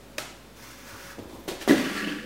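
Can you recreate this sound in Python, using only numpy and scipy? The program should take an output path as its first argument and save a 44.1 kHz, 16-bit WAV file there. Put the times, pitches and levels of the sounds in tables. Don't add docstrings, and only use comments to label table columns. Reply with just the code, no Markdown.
import sys
import numpy as np
from scipy import signal
from scipy.fft import rfft, irfft
from scipy.io import wavfile

SR = 44100
rng = np.random.default_rng(int(sys.argv[2]) if len(sys.argv) > 2 else 0)


def amplitude_ratio(level_db):
    exponent = np.asarray(level_db, float) / 20
    return 10 ** exponent


def persist_wave(psi):
    counts = np.round(np.clip(psi, -1, 1) * 32767).astype(np.int16)
    wavfile.write(sys.argv[1], SR, np.atleast_2d(counts).T)


N = 99357
TIME = np.arange(N) / SR


def rms_one(x):
    return x / np.sqrt(np.mean(x ** 2) + 1e-20)


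def filtered(x, order, hz, kind="low"):
    return signal.sosfilt(signal.butter(order, hz, kind, fs=SR, output="sos"), x)


def level(rows):
    s, db = np.transpose(rows)
    fade_in = np.clip((TIME - s[0]) / 0.0043, 0, 1)
    fade_out = np.clip((s[-1] + 0.029 - TIME) / 0.0097, 0, 1)
    return amplitude_ratio(np.interp(TIME, s, db)) * fade_in * fade_out


def at_hz(points, hz):
    p = np.array(points)
    return np.interp(np.log(np.maximum(hz, 1)), np.log(p[:, 0]), p[:, 1])


def coloured(spectrum):
    hz = np.arange(N // 2 + 1) * SR / N
    gain = amplitude_ratio(at_hz(spectrum, hz)) * (hz > 0.8 * spectrum[0][0])
    return rms_one(irfft(rfft(rng.standard_normal(N)) * gain, N))


def drift(rate_hz):
    r = np.exp(-2 * np.pi * rate_hz / SR)
    return rms_one(signal.lfilter([1], [1, -2 * r, r * r], rng.standard_normal(N + SR))[SR:])


def ring(x, hz, t60):
    r, w = amplitude_ratio(-60 / (t60 * SR)), 2 * np.pi * hz / SR
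    return signal.lfilter([0, np.sin(w)], [1, -2 * r * np.cos(w), r * r], x + 1e-18)


def clicks(s, gains):
    out = np.zeros(N)
    np.add.at(out, (np.asarray(s) * SR).astype(int), gains)
    return out


def grains(per_s):
    sizes = amplitude_ratio(2.5 * np.minimum(rng.exponential(1, N), 4)) * rng.choice([-1, 1], N)
    return sizes * (rng.random(N) < per_s / SR)


def boards(force, modes):
    rung = sum(amplitude_ratio(db) * ring(force, hz, t60) for hz, db, t60 in modes)
    return filtered(rung, 3, 170, "high")


# start in seconds, level in dB, contact cut-off in Hz, direction [signed gain].
BLOW_EVENTS = [(1.183, -23.5, 900, -0.27), (1.1910, -20, 2500, 0.17), (1.1960, -22.5, 295, -0.73),
               (1.225, -33, 900, 0.53), (1.255, -23.5, 290, -0.52), (1.4793, -21.5, 1550, 0.51),
               (1.4860, -23.5, 1150, 0.45), (1.517, -29.5, 600, -1.2), (1.6070, -35.5, 780, -0.42),
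               (1.6770, -13.5, 2030, -0.62), (1.6830, -16, 1500, 0.6), (1.6884, -15.5, 1500, 0.38)]
# frequency in Hz, level in dB, t60 in seconds.
BOARD_MODES = [(127, -32, .1), (198, -33, .06), (286, -6, 0.03), (350, 12, 0.017), (410, -0.5, 0.036),
               (505, 7, 0.034), (645, 1, 0.019), (690, 2, 0.019), (900, -26, 0.018)]


def blows():
    force = np.zeros(N)
    for s, db, contact_hz, way in BLOW_EVENTS:
        force = force + filtered(clicks([s], way * amplitude_ratio(db)), 2, contact_hz)
    floor = amplitude_ratio(-10.0) * boards(force, BOARD_MODES)
    direct = amplitude_ratio(-17) * filtered(force, 2, 300, "high")
    ticks = np.diff(clicks([1.4790, 1.6770], -amplitude_ratio([-26, -17])), prepend=0)
    crack = 0
    for s, hz, db in [(1.1870, 1900, -30), (1.6772, 1400, -14)]:
        crack = crack + ring(clicks([s], -amplitude_ratio(db)), hz, 2 / hz)
    return floor + direct + ticks + crack


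# frequency in Hz, level in dB per Hz.
FRICTION_SPECTRUM = [(350, -4.5), (600, -11), (1410, -9.5), (1760, -12.5), (1910, -10), (3380, -9.5),
                     (15500, -25)]


def friction():
    return coloured(FRICTION_SPECTRUM)


# start in seconds, rise in seconds, fall in seconds,
# level in dB.
SKID_EVENTS = [
    (1.186, 0.0022, 0.03, -52),
    (1.2800, 0.013, 0.096, -53.5),
    (1.476, 0.0082, 0.04, -34),
    (1.599, 0.024, 0.019, -36.5),
    (1.676, 0.012, 0.046, -27.5),
]


def skids():
    shape = 0
    for s, rise, fall, db in SKID_EVENTS:
        dying = np.exp(-np.maximum(TIME - s - rise, 0) / fall)
        shape = shape + amplitude_ratio(db) * np.clip((TIME - s) / rise, 0, 1) * dying
    return shape * friction() * amplitude_ratio(1.2 * drift(180))


# time in seconds, level in dB.
ROLL_CURVE = [(1.75, -13), (1.766, -32), (1.882, -31), (1.896, -38), (1.92, -27.5), (1.938, -30.5),
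              (2.086, -28.5), (2.192, -44), (2.25, -30)]
# frequency in Hz, level in dB, t60 in seconds.
RUMBLE_MODES = [(188, 1, 0.036), (208, 1, 0.26), (264, -17, 0.098), (287, -6, 0.51), (373.3, -0.5, 0.18),
                (496.6, -5.5, 0.25), (550, -31, 0.067)]


def roll():
    bumps = grains(per_s=740) * amplitude_ratio(2 * drift(42))
    return level(ROLL_CURVE) * amplitude_ratio(-9) * rms_one(boards(bumps, RUMBLE_MODES))


def joist_sway():
    landing_s = BLOW_EVENTS[5][0]
    return ring(clicks([landing_s], amplitude_ratio(-50)), 34.6, 2.3)


# resonance in Hz, width in Hz, level in dB.
SHELL_MODES = [(1158, 68, -17), (1370, 170, -13), (1700, 340, 1.5), (1940, 480, 2), (2500, 480, -0.5),
               (3010, 730, -3.5), (4320, 200, -17), (4620, 950, -7)]


def shell(force, wander_db=0):
    out = 0
    for k, (hz, width, db) in enumerate(SHELL_MODES):
        if wander_db:
            db = db + wander_db * drift(17.0)
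        out = out + (-1) ** k * amplitude_ratio(db) * ring(force, hz, np.log(1000) / np.pi / width)
    return out


# start in seconds, level in dB,
# note in Hz, t60 in seconds.
CONE_KNOCKS = [(1.612, -40, 1787, 0.3), (1.681, -24, 1230, 0.0084), (1.688, -26, 1807, 0.1),
               (1.6950, -21, 1940, 0.081), (1.7040, -28, 2070, 0.032), (1.71, -19.5, 1700, 0.027),
               (1.7230, -26, 2017, 0.052), (1.738, -36, 2000, 0.023), (1.781, -18, 2020, 0.011),
               (1.844, -37, 2520, 0.029), (1.855, -39.5, 1820, .06), (1.8615, -34, 1720, 0.016),
               (1.898, -43, 1770, 0.021), (1.925, -50, 1630, 0.025), (1.9515, -36, 1890, 0.021),
               (1.979, -27, 1770, .03), (2.04, -34, 1780, .03), (2.048, -28, 2900, 0.027),
               (2.077, -45, 1810, 0.053), (2.1, -35, 1605, 0.042), (2.117, -33, 1560, .05),
               (1.963, -33, 1362, 0.15), (1.967, -29, 1770, 0.054), (1.977, -30, 4320, 0.02),
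               (1.9960, -27.5, 1700, 0.028), (2.0100, -27.5, 1905, 0.031), (2.044, -32, 2900, 0.026),
               (2.082, -29, 2655, 0.038), (2.087, -33, 2913, 0.044), (2.092, -31.5, 3100, 0.025),
               (2.1870, -38.5, 1900, .04)]


def cone_knocks():
    s, db, _, _ = np.transpose(CONE_KNOCKS)
    wall = filtered(shell(clicks(s, amplitude_ratio(db - 4.5))), 2, 800, "high")
    notes = sum(ring(clicks([at], amplitude_ratio(d)), hz, t60) for at, d, hz, t60 in CONE_KNOCKS)
    return amplitude_ratio(1.0) * (wall + notes)


# start in seconds, level in dB.
BASE_SLAPS = [(1.6943, -7.5), (1.7034, -17), (1.7072, -7), (1.7105, -11), (1.7217, -14), (1.7255, -13),
              (1.7440, -25.5), (1.799, -21), (1.823, -20), (1.865, -19), (1.915, -23.5), (2.0740, -22)]
# frequency in Hz, level in dB, t60 in seconds.
HOLLOW_MODES = [(216, 0, 0.04), (266.4, 0, 0.072), (308, 2, 0.055), (349, -7, 0.046), (416, -1.5, 0.13),
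                (544, -16.5, 0.056), (600, -20, 0.05), (740, -28, 0.062), (980, -16, 0.036)]


def cone_slaps():
    s, db = np.transpose(BASE_SLAPS)
    return boards(clicks(s, -amplitude_ratio(db - 10)), HOLLOW_MODES)


# time in seconds, level in dB.
SCRAPE_CURVE = [(1.69, -52), (1.72, -39), (1.80, -33.5), (1.83, -36.5), (1.87, -35.5), (1.93, -36),
                (1.975, -32.5), (2.06, -38), (2.09, -36), (2.25, -46)]


def cone_scrape():
    contacts = grains(per_s=1500) * amplitude_ratio(1.8 * drift(58))
    rim = filtered(rms_one(shell(contacts, wander_db=1.5)), 2, 800, "high")
    hiss_db = 3.5 - 16.5 * np.maximum(TIME - CONE_KNOCKS[0][0], 0)
    return level(SCRAPE_CURVE) * amplitude_ratio(-4.5) * (rim + amplitude_ratio(hiss_db) * friction())


# start in
# seconds, level in dB, note in Hz, t60 in seconds.
BOOM_EVENTS = [(.2, -44, 133, 0.24), (0.609, -46, 122, 0.24), (1.041, -46.5, 177, 0.26),
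               (1.187, -41.5, 100.3, 0.34), (1.186, -30, 466, 0.083), (1.239, -44, 76, 0.22),
               (1.688, -33.5, 121.8, 0.54), (1.679, -36, 87, 0.17), (1.4858, -25.5, 363, 0.11),
               (1.52, -24, 341, 0.055), (1.694, -11, 401, .1), (1.703, -8.5, 270, 0.18),
               (1.7181, -12.5, 290.4, 0.16), (1.742, -13.5, 327, .09), (1.76, -28, 286, .15),
               (1.79, -16, 256.1, 0.24), (1.816, -21, 268, 0.13), (1.857, -26, 275, 0.14),
               (1.872, -32, 268, 0.079), (1.907, -25, 290.6, 0.18), (1.94, -30, 207.4, 0.37),
               (1.952, -28.5, 294, 0.16), (1.989, -40, 213, .3), (2.02, -27.5, 208, 0.45),
               (2.03, -32, 293, .2), (2.065, -32.5, 297, 0.32), (2.071, -39, 204, 0.18),
               (2.105, -26, 289.3, 0.24), (2.13, -41, 203.2, 0.37), (2.16, -27, 301, 0.11),
               (2.186, -34, 214.4, 0.43)]


def booms():
    out = 0
    for s, db, hz, t60 in BOOM_EVENTS:
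        t = np.maximum(TIME - s, 0)
        swell = 1 - np.exp(-t / 0.0041)
        out = out + amplitude_ratio(db - 60 * t / t60) * swell * np.sin(2 * np.pi * hz * t)
    return out


SNAP_TIMES = .1819, .1826, .1839, .1855
SNAP_LEVELS = -9, -14.5, -7.5, -11.5
SNAP_TICK_LEVELS = -22, -27, -19, -32
# frequency in Hz, level in dB, t60 in seconds.
SNAP_BODY = [(304, -7.5, 0.024), (600, -9, 0.013), (1280, -18.5, 0.022), (2030, -11, 0.011),
             (2500, -15.5, 0.02), (2900, -25, 0.015), (3910, -15.5, 0.017), (5120, -8.5, 0.012),
             (6300, -12, 0.0073)]


def snap():
    force = clicks(SNAP_TIMES, -amplitude_ratio(SNAP_LEVELS))
    body = boards(amplitude_ratio(-10) * force, SNAP_BODY)
    burst = np.convolve(np.abs(force), np.exp(-np.arange(200) / 18))[:N] * rng.standard_normal(N)
    crack = amplitude_ratio(-6) * filtered(burst, 1, [1500, 4500], "band")
    touches = clicks(SNAP_TIMES, amplitude_ratio(SNAP_TICK_LEVELS))
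    tick = np.diff(np.convolve(touches, [0.5, 1, 0.5])[:N], prepend=0)
    pop = ring(clicks([0.18383], -amplitude_ratio(-10)), 2600, 4 / 2600)
    far = filtered(clicks(SNAP_TIMES[2:3], amplitude_ratio(6)), 1, [400, 4800], "band")
    return body + crack - tick + pop, far + amplitude_ratio(-2.5) * body


# time in seconds, level in dB.
SLIDE_CURVE = [(0.54, -77), (0.568, -55.5), (0.636, -52.5), (0.844, -54.5), (0.864, -50.5), (1.132, -51),
               (1.15, -80)]
# frequency in Hz, level in dB.
CLOTH_SPECTRUM = [(500, -38), (900, -5), (2200, -5), (3800, -12.5), (5500, -8), (6800, -11), (8000, -16),
                  (15500, -16.5)]


def cloth():
    rub_hz, rub_t60 = 1510, 2 / 487
    rub = rms_one(ring(ring(rng.standard_normal(N), rub_hz, rub_t60), rub_hz, rub_t60))
    slide = level(SLIDE_CURVE) * amplitude_ratio(3.0 + 1.2 * drift(26)) * coloured(CLOTH_SPECTRUM)
    rubbing = level([(0.855, -53.5), (1.0, -50.5), (1.12, -53.5)]) * amplitude_ratio(3.0 * drift(16))
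    return slide + rubbing * rub


def heel_thud():
    return ring(clicks([0.93], amplitude_ratio(-43)), 99, 0.28)


# time in seconds, level in dB.
SHIFT_CURVE = [(.58, -58), (.64, -56), (.8, -61), (.95, -50.5), (1.1, -63), (1.2, -51.5), (1.3, -52.5),
               (1.4, -47.5), (1.47, -51)]
# frequency in Hz, level in dB per Hz.
CREAK_SPECTRUM = [(60, -8), (100, -11), (170, -7.5), (280, -0.5), (600, -9), (1000, -11), (1600, -33)]
# start in seconds, length in seconds, pitch in Hz, level in dB.
SOLE_SQUEAKS = [
    (1.186, .015, 14200, -62),
    (1.2, .06, 13700, -66),
    (1.383, .035, 13500, -62),
    (1.432, .03, 13300, -58),
]


def feet():
    white, squeak = rng.standard_normal(N), 0
    for s, long, hz, db in SOLE_SQUEAKS:
        swell = np.sin(np.pi * np.clip((TIME - s) / long, 0, 1))
        squeak = squeak + amplitude_ratio(db) * swell * rms_one(ring(white, hz, 2 / 900))
    return level(SHIFT_CURVE) * amplitude_ratio(2.9 * drift(10)) * coloured(CREAK_SPECTRUM) + squeak


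# frequency in Hz, level in dB rms.
HUM_TONES = [(55.5, -56.5), (555, -59), (3550, -68.5)]
# frequency in Hz, level in dB.
HISS_SPECTRUM = [(70, -45), (90, -7), (125, -1), (160, -6.5), (240, -1), (560, -10), (1300, -15),
                 (15500, -31)]


def background():
    hum = 0
    for (hz, db), waver_db in zip(HUM_TONES, (0.5, 3, 4)):
        hum = hum + np.sqrt(2) * amplitude_ratio(db + waver_db * drift(1.65)) * np.sin(2 * np.pi * hz * TIME)
    return amplitude_ratio(-49.5 + 0.7 * drift(0.64)) * coloured(HISS_SPECTRUM) + hum


# frequency in Hz, t60 in seconds.
ROOM_DECAY = [(100, 0.24), (500, 0.53), (2000, 0.57), (6000, 0.55), (15000, 0.29)]
# frequency in Hz, level in dB.
ROOM_TONE = [(100, -1), (260, -1), (420, 1.5), (1000, 3), (4000, 0.5), (15000, 0)]


def room(x):
    t, tail = np.arange(SR) / SR, 0
    edges = 70 * 2 ** np.arange(0, 8.1, 0.5)
    white = rng.standard_normal((2, SR))
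    for k, (low, high) in enumerate(zip(edges, edges[1:])):
        band = filtered(white[k % 2], 2, [low, high], "band")
        t60 = at_hz(ROOM_DECAY, np.sqrt(low * high))
        tail = tail + band * amplitude_ratio(at_hz(ROOM_TONE, low) - 60 * t / t60)
    tail = tail * np.clip(t / 0.0015 - 1, 0, 1)
    return amplitude_ratio(-4) * signal.fftconvolve(x, tail / np.sqrt(np.sum(tail ** 2)))[:N]


def scene():
    rumble = roll()
    snap_near, snap_far = snap()
    cone = cone_slaps() + cone_scrape()
    dry = blows() + rumble + cone + skids() + cloth() + heel_thud()
    knocks, boom = cone_knocks(), booms()
    wet = room(dry + snap_far + amplitude_ratio(-3) * knocks + amplitude_ratio(-14) * boom)
    return (dry + snap_near + knocks + boom + wet + joist_sway() + background() + feet())[None]


def low_pass(x):
    return signal.sosfilt(signal.butter(12, 16810, fs=SR, output="sos"), x)


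def record(dry):
    lowpass = signal.ellip(10, 0.1, 50, 15800, fs=SR, output="sos")
    cut = signal.sosfiltfilt(lowpass, dry)
    finished = cut + amplitude_ratio(-38) * (dry - cut) + 0.001
    return low_pass(finished)


dry = scene()
out = record(dry)
persist_wave(out)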